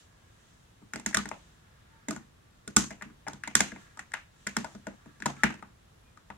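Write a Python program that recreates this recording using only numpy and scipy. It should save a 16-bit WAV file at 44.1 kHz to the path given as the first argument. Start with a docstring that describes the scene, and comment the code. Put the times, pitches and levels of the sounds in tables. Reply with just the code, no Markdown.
"""In the narrow gap between a desk top and its drawer front, in a small furnished room, a cat bats small
hard things about. Each knock is a short chatter of contacts: decaying modes sound the wooden panels,
the hollow gap and the clacking object, and short noise bursts are the crack of the contacts. Band noise
under decaying energy makes the room's answer; coloured noise makes fur brushing wood, filtered friction
noise a dragged object, and swelling sines faint squeaks. A two-port microphone adds hiss over a low rumble."""
import sys
import numpy as np
from scipy import signal
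from scipy.fft import rfft, irfft, next_fast_len
from scipy.io import wavfile

SR = 44100
rng = np.random.default_rng(int(sys.argv[2]) if len(sys.argv) > 2 else 0)


def materialize(psi):
    """Save the field psi as 16-bit PCM at rate SR to the path in sys.argv[1].

    A 1-D psi becomes a single channel; in a 2-D psi each row is a channel.
    """
    bounded = np.clip(np.atleast_2d(psi).T, -1, 1)
    quanta = np.round(bounded * 32767).astype(np.int16)
    wavfile.write(sys.argv[1], SR, quanta)


N = 280917

# modes that a knock excites, from panels to clack: pitch_hz, relative level_db, t60_s
MODES = [(62, -6.5, .2), (139.2, -6.5, 0.43), (160.7, -6.5, .2), (200.2, 4.5, 0.21), (230, 4, 0.16),
         (297, 1, 0.16), (343, -9, .1), (408, -0.5, 0.07), (481.5, -10, 0.06), (650, -2.5, 0.055),
         (823, -2.5, 0.026), (898, -0.5, 0.03), (1230, 1.5, 0.028), (1460, -4, 0.06), (1650, 7, 0.011),
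         (1847, -0.5, 0.018), (2060, -4, 0.065)]
# highest pitch of the panel modes and of the hollow modes; the clack lies above: pitch_hz
PART_TOPS_HZ = [460, 1100]


def from_db(db):
    """Amplitude ratio from a logarithmic level: 20 dB are a factor of ten."""
    return 10 ** (np.asarray(db) / 20)


def rms_one(x):
    """Normalise the mean power, so that the rms is 1."""
    return x / np.sqrt(np.mean(x ** 2) + 1e-20)


def at_hz(points, hz):
    """Interpolate a spectrum linearly on a logarithmic frequency axis."""
    f, v = np.transpose(points)
    return np.interp(np.log(np.maximum(hz, 1)), np.log(np.maximum(f, 1)), v)


def drift(rate_hz):
    """Slow random modulation of rms about 1: noise through two equal low-pass poles."""
    step = 40   # samples between the slow values
    r = np.exp(-2 * np.pi * rate_hz * step / SR)
    noise = rng.standard_normal(N // step + 2002)
    slow = signal.lfilter([1], [1, -2 * r, r * r], noise)[2000:]   # the filter has settled
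    return np.interp(np.arange(N) / step, np.arange(len(slow)), rms_one(slow))


def bandpass(x, low_hz, high_hz):
    """Pass one frequency band with a Butterworth response."""
    return signal.sosfilt(signal.butter(2, [low_hz, high_hz], "band", fs=SR, output="sos"), x)


def ring(drive, hz, t60):
    """Damped resonance: a unit click gives a decaying sine of height about 1, weak far below its pitch."""
    r, w = from_db(-60 / (t60 * SR)), 2 * np.pi * hz / SR
    return signal.lfilter([.5, 0, -.5], [1, -2 * r * np.cos(w), r * r], drive + 1e-18)


def bands(white, likeness):
    """Interchannel coherence: half-octave noise bands whose mid and side shares set left-right correlation."""
    edges = 22 * 2 ** np.arange(0, 9.6, .5)
    for k, (low, high) in enumerate(zip(edges, edges[1:])):
        mid, side = bandpass(white[k % 2], low, high)   # neighbours use independent noise
        hz = np.sqrt(low * high)
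        alike = np.clip(at_hz(likeness, hz), -1, 1)
        yield hz, np.sqrt(1 + alike) * mid + np.sqrt(1 - alike) * side * [[1], [-1]]


def hiss(spectrum, patchy_db, rate_hz):
    """Broadband noise of a given spectral density whose bands flicker, partly together; rms 1."""
    # left-right correlation: pitch_hz, likeness
    air_likeness = [(60, .99), (130, .94), (290, .25), (640, -.35), (1400, 0)]
    white, together = rng.standard_normal((2, 2, N)), drift(rate_hz / 4)
    total = np.zeros((2, N))
    for hz, noise in bands(white, air_likeness):
        flicker_db = patchy_db * (.6 * together + drift(rate_hz))
        total += from_db(at_hz(spectrum, hz) + flicker_db) * noise
    return rms_one(total)


def rumble_and_hiss():
    """Stationary background noise: its spectral density falls from low rumble to faint hiss."""
    # relative spectral density: pitch_hz, db_per_hz
    density = [(15, -35), (25, 4), (108, 1), (185, -5), (249, -11), (363, -12), (754, -15), (1260, -15),
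               (2840, -23.5), (3430, -21.5), (4250, -27), (6920, -26.5), (14800, -38), (16000, -43)]
    return from_db(-58.5) * hiss(density, patchy_db=0.46, rate_hz=8)


def room(x):
    """Statistical reverberation: the energy stored in each band builds up, decays and is heard as noise."""
    # reverberation time: pitch_hz, t60_s
    room_t60 = [(100, 0.4), (400, 0.23), (1500, 0.26), (7000, 0.28), (14000, 0.022)]
    # band level relative to the room level: pitch_hz, level_db
    room_colour = [(100, -22), (300, 1.5), (1000, -0.5), (3000, 3), (7000, -3.5), (14000, -13.5)]
    # left-right correlation: pitch_hz, likeness
    room_likeness = [(150, 1), (400, -0.091), (800, 0.4), (2000, -0.023)]
    room_db, onset_s = -6.5, 0.001   # onset is a time constant
    out, rise = np.zeros((2, N)), np.exp(-1 / (onset_s * SR))
    for hz, noise in bands(rng.standard_normal((2, 2, N)), room_likeness):
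        if hz < 150:   # no reflections in the deepest bands
            continue
        power = bandpass(x, hz * 2 ** -.25, hz * 2 ** .25) ** 2
        fade = from_db(-120 / (at_hz(room_t60, hz) * SR))   # power falls twice as fast in amplitude dB
        build_and_decay = np.convolve([1, -fade], [1, -rise])
        stored = signal.lfilter([(1 - fade) * (1 - rise)], build_and_decay, power + 1e-24)
        level = from_db(room_db + at_hz(room_colour, hz))
        out += level * np.sqrt(np.abs(stored)) * rms_one(noise)
    return out


def reflections(x):
    """Reverberation with uneven tails, to which the port cavity adds its own resonance."""
    # port cavity: pitch_hz, level_db, t60_s
    port_ring = (6500, 0, 0.0066)
    tail = room(x) * from_db(1.5 * drift(57))
    hz, level_db, t60 = port_ring
    unit_gain = 2 * np.log(1000) / (t60 * SR)   # the resonance has gain 1 on top at 0 dB
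    return tail + from_db(level_db) * ring(tail, hz, t60) * unit_gain


def fur(level_db):
    """Brushing friction: fur on wood is flickering noise shaped by its spectral density."""
    # relative spectral density: pitch_hz, db_per_hz
    fur_colour = [(1500, -13), (2500, -6), (3500, 8), (5000, -3.5), (7000, 6.5), (10000, -12.5),
                  (15000, -21)]
    return from_db(level_db) * hiss(fur_colour, patchy_db=1.0, rate_hz=14)


def slide(level_db):
    """Sliding friction: fluctuating noise, independent left and right, drives the dragged object's modes."""
    # dragged object: pitch_hz, relative level_db, t60_s
    slide_rings = [(1170, -7, 0.13), (1400, -2.5, .02), (1640, -0.5, .03), (1790, -8.5, 0.018)]
    friction = rng.standard_normal((2, N)) * from_db(2.0 * drift(23))
    total = np.zeros((2, N))
    for hz, mode_db, t60 in slide_rings:
        total += from_db(mode_db) * rms_one(ring(friction, hz, t60))
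    return from_db(level_db) * rms_one(total)


def squeaks():
    """Amplitude and phase modulation: faint thin tones swell and fade, slightly unsteady."""
    # tones: start_s, end_s, pitch_hz, nominal level_db at the top of the swell
    tones = [(1.882, 2.03, 903, -64), (5.377, 5.448, 1320, -51.5), (6.023, 6.13, 2430, -72.5)]
    t, out = np.arange(N) / SR, np.zeros(N)
    for start, end, hz, level_db in tones:
        swell = np.sin(np.pi * np.clip((t - start) / (end - start), 0, 1))
        tone = np.sin(2 * np.pi * hz * t + .5 * drift(15))
        out += from_db(level_db + 2.0 * drift(30)) * swell * tone
    return out


def rubbing():
    """Friction of a paw moving on wood: level curves govern the fur and the dragged object."""
    # level curves: time_s, fur_db, slide_db
    rub = [(0, -60, -73), (.1, -79, -69.5), (.5, -69, -72.5), (.8, -81, -87.5), (1.4, -64.5, -73),
           (1.7, -80.5, -69.5), (2.03, -100, -65), (2.3, -93.5, -77.5), (3.6, -81, -76.5),
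           (3.81, -61.5, -57.5), (3.962, -76, -65.5), (4.04, -82, -82), (4.3, -78.5, -74), (4.4, -67, -72),
           (4.72, -61.5, -67.5), (4.81, -70, -70), (4.9, -74, -67), (5.3, -74.5, -66), (5.41, -62.5, -54.5),
           (5.75, -90, -90.5), (6.37, -82.5, -73)]
    s, fur_db, slide_db = np.transpose(rub)
    t = np.arange(N) / SR
    return fur(np.interp(t, s, fur_db)) + slide(np.interp(t, s, slide_db)) + squeaks()


def strikes(at, sizes):
    """Impulsive excitation: click trains with a level difference between the two sides."""
    pan_db = 0.5   # left minus right
    clicks = np.zeros((2, N))
    np.add.at(clicks[0], at, sizes * from_db(pan_db / 2))
    np.add.at(clicks[1], at, sizes * from_db(-pan_db / 2))
    return clicks


def chatter(start_s):
    """Repeated impact: every knock is a few contacts within milliseconds, of unit total energy."""
    contacts, spread_s = 9, .0017   # spread is the mean lag before the earliest becomes zero
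    lags = spread_s * rng.gamma(2, .5, (len(start_s), contacts))
    lags -= lags.min(axis=1, keepdims=True)
    at = np.minimum(((start_s[:, None] + lags) * SR).astype(int), N - 1)
    touch = rng.standard_normal(at.shape) * np.minimum(0.39 + lags / spread_s, 1)   # the first is light
    return at, touch / np.linalg.norm(touch, axis=1, keepdims=True)


def panel_thump(at, thump_db, chance_db):
    """Modal excitation of slow panels: one soft push per knock, low-passed, rings the low modes."""
    rise_hz = 140
    panels = np.zeros(N)
    for k, (hz, mode_db, t60) in enumerate(MODES):
        if np.searchsorted(PART_TOPS_HZ, hz) > 0:
            continue
        undo_softening = 1 + (hz / rise_hz) ** 2   # the low-pass below costs this much at the mode
        push = np.zeros(N)
        push[at.min(axis=1)] = from_db(thump_db + mode_db + 2 * chance_db[:, k]) * (-1) ** k * undo_softening
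        panels += ring(push, hz, t60)
    r = np.exp(-2 * np.pi * rise_hz / SR)
    return signal.lfilter([(1 - r) ** 2], [1, -2 * r, r * r], panels)


def hollow_and_clack(at, touch, colour_db, chance_db, clack_db, clack_hz, hollow_hz):
    """Selective modal excitation: gap and object ring most in the modes near each knock's pitches."""
    hollow_fall_db = 22.5   # loss per octave off the hollow pitch
    clack_fall_db = 32.5 - .4 * (clack_db + 33)   # the same for the clack; less for a hard blow
    skirt = 1.595   # frequency ratio from a mode to its band edges
    gap = np.zeros((2, N))
    for k, (hz, mode_db, t60) in enumerate(MODES):
        part = np.searchsorted(PART_TOPS_HZ, hz)
        if part == 0:
            continue
        db = colour_db[part] + mode_db + chance_db[:, k]
        if part == 1:
            db = db - hollow_fall_db * np.abs(np.log2(hz / hollow_hz))
        else:
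            db = db - clack_fall_db * np.abs(np.log2(hz / clack_hz))
        # contacts interfere at the mode's pitch; half of that change in dB is made good
        summed = np.abs(np.sum(touch * np.exp(-2j * np.pi * hz * at / SR), axis=1))
        sizes = touch * (from_db(db) / np.sqrt(summed))[:, None]
        rung = ring(strikes(at, sizes), hz, t60)
        gap += signal.lfilter(*signal.butter(1, [hz / skirt, hz * skirt], "band", fs=SR), rung)
    soft_contact = signal.butter(4, 2410, fs=SR, output="sos")   # soft contacts lack treble
    return signal.sosfilt(soft_contact, gap)


def crack(at, touch, lower_db, upper_db):
    """Overdamped impact noise: each contact bursts into decaying noise, too damped to ring."""
    # noise bands: low_hz, high_hz, relative level_db
    crack_bands = [(2400, 3100, -6), (3100, 4100, 0.5), (4428, 5200, 0), (5255, 5700, 3), (7006, 7700, 3),
                   (7190, 8930, 1.5), (9000, 11500, -19.5), (11500, 12000, -20.5)]
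    t60_s = 0.01
    white, fade = rng.standard_normal(N), from_db(-60 / (t60_s * SR))
    out = np.zeros((2, N))
    for low, high, band_db in crack_bands:
        db = (lower_db if low < 4600 else upper_db) + band_db
        clicks = strikes(at, np.abs(touch) * from_db(db)[:, None])
        burst = white * signal.lfilter([1], [1, -fade], clicks + 1e-18)
        out += bandpass(burst, low, high)
    return out


def knocks():
    """Impact sound: the same contacts excite panels, hollow gap, object and crack; panels return apart."""
    # start_s, clack_db, clack_hz, thump_db, hollow_db, hollow_hz, hardness_db
    # thump, hollow and hardness are relative to the clack; all levels precede the part levels below
    knock_list = [(0.818, -50.5, 1170, -2.5, -9, 820, -20.5), (0.935, -31, 1640, -13.5, -13, 890, -12.5),
                  (0.958, -34.5, 1730, -8.5, -1.5, 770, -9.5), (0.997, -41.5, 1950, -11, -8, 820, -9),
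                  (1.0608, -25.5, 1770, -10, -11.5, 850, -7.5), (1.1096, -47, 1680, -14, -2, 820, -7),
                  (1.129, -35.5, 1750, -20, -17, 820, -18), (1.144, -19.5, 1660, -20, -11.5, 630, -7),
                  (1.1693, -17.5, 1280, -17, -21.5, 900, -9), (1.1881, -26.5, 1270, -13, -16, 826, -22),
                  (1.2547, -34, 1690, -8.5, -5, 810, -12), (1.288, -45, 1620, -10, -5, 820, -1),
                  (1.3137, -32, 1950, -17.5, 1.5, 835, -22), (2.083, -27.5, 1840, -5.5, -4, 650, -12.5),
                  (2.1066, -28.5, 1270, -11.5, -9, 650, -9), (2.162, -33.5, 1460, -12.5, -11, 890, -16),
                  (2.6759, -34.5, 1390, -6.5, -11, 664, -8.5), (2.7635, -14.5, 1400, -9, -11.5, 970, -3),
                  (2.9051, -30.5, 2130, -13.5, -7, 720, -15), (3.011, -37.5, 1670, -22, -8, 810, -26),
                  (3.021, -33, 1390, -15.5, -14, 840, -15), (3.056, -51.5, 1410, 0.5, -15, 820, -21),
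                  (3.099, -48.5, 1400, -7.5, -25, 820, -27), (3.2659, -37.5, 1600, -24.5, 4, 835, -24),
                  (3.274, -32, 1630, -14, -16, 820, -23), (3.281, -32, 1420, -15.5, -2, 820, -11),
                  (3.331, -42.5, 1460, -7, -8, 900, -9), (3.435, -31, 1670, -32, -15, 830, -15.5),
                  (3.4736, -27, 2130, -18.5, -9.5, 870, -13), (3.551, -17, 1650, -15.5, -20, 920, -4),
                  (3.595, -35, 1810, -29, -5, 810, -24), (3.6044, -15, 1585, -17, -9, 840, -9.5),
                  (3.7185, -35, 1730, -9, -2, 510, -20), (3.7602, -39, 1980, -11.5, -9, 834, -27),
                  (3.9717, -39, 1280, -21, -9, 830, -16), (3.9914, -38, 1616, -18, -8, 910, -9),
                  (4.1179, -40, 1680, -30, -30.5, 820, -15), (4.136, -20.5, 1820, -41.5, -14.5, 895, -16),
                  (4.4664, -26, 1660, -16, -14, 660, -7.5), (4.566, -23, 1790, -8, -6, 910, -9),
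                  (4.643, -32, 1460, -16, 2, 850, -13.5), (4.748, -43.5, 1340, -1, -2.5, 660, -14),
                  (4.8681, -32.5, 1485, -9, 4, 614, -17.5), (5.058, -50, 1300, 4, 0, 662, -18),
                  (5.2011, -43.5, 1730, -10, -11, 820, -12.5), (5.221, -31.5, 1730, -13.5, -21, 890, -18.5),
                  (5.257, -22.5, 1430, -8.5, -2.5, 820, -7), (5.3662, -44, 2100, -9, -16, 820, -22),
                  (5.434, -13, 1475, -11.5, -9, 880, -13), (5.5023, -35.5, 1180, -9.5, -5, 940, -18),
                  (5.5393, -49.5, 1440, -1, 3.5, 820, -8), (5.6247, -35.5, 1230, -13, -6, 910, -23.5),
                  (6.1732, -46.5, 1230, -18.5, -10.5, 900, -18.5), (6.301, -33.5, 1364, -17, -2, 926, -24)]
    # one level_db each for panel, hollow, clack, lower crack and upper crack
    part_db = [-3.5, 4.5, -1, 12, 15.5]
    start_s, clack_db, clack_hz, thump_db, hollow_db, hollow_hz, hard_db = np.transpose(knock_list)
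    upper_db = 1.317 * hard_db   # hard contacts are brighter
    relative_db = np.array([thump_db, hollow_db, 0 * start_s, hard_db, upper_db])
    colour_db = clack_db + relative_db + np.array(part_db)[:, None]
    chance_db = rng.normal(0, 1.5, (len(start_s), len(MODES)))
    at, touch = chatter(start_s)
    panels = panel_thump(at, colour_db[0], chance_db)
    gap = hollow_and_clack(at, touch, colour_db, chance_db, clack_db, clack_hz, hollow_hz)
    return panels, gap + crack(at, touch, colour_db[3], colour_db[4])


def ports(x):
    """Near-field diffraction: the two microphone ports differ in phase and shading at each frequency."""
    # phase by which the left port leads: pitch_hz, lead_rad
    port_phase = [(60, .2), (125, .4), (250, .9), (780, 1.2), (1900, .2), (3300, 1.0), (4900, 2.6),
                  (7200, 3.7), (8700, 3.9), (10500, 5.6)]
    # left minus right: pitch_hz, balance_db
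    port_balance = [(300, 0.5), (700, 4.5), (1500, 9.5), (3000, 1), (5000, -10.5), (8000, -9.5), (12000, 3)]
    size = next_fast_len(N + 2048)
    hz = np.arange(size // 2 + 1) * SR / size
    half = from_db(at_hz(port_balance, hz) / 2) * np.exp(.5j * at_hz(port_phase, hz))
    return irfft(rfft(x, size) * np.array([half, 1 / half]), size)[:, :N]


def scene():
    """Superposition of direct knocks, their reflections, rubbing and background noise."""
    panels, gap = knocks()
    tail = reflections(gap.mean(axis=0) + panels)
    return ports(gap + panels) + tail + rubbing() + rumble_and_hiss()


def record(dry):
    """Band limiting and saturation: deep bass is dropped, peaks are rounded, the top is cut steeply."""
    dry = signal.sosfilt(signal.butter(2, 46, "high", fs=SR, output="sos"), dry)
    rounded = np.tanh(dry / 1.05) * 1.05
    return signal.sosfilt(signal.ellip(12, .5, 90, 15900, fs=SR, output="sos"), rounded)


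dry = scene()
out = record(dry)
materialize(out)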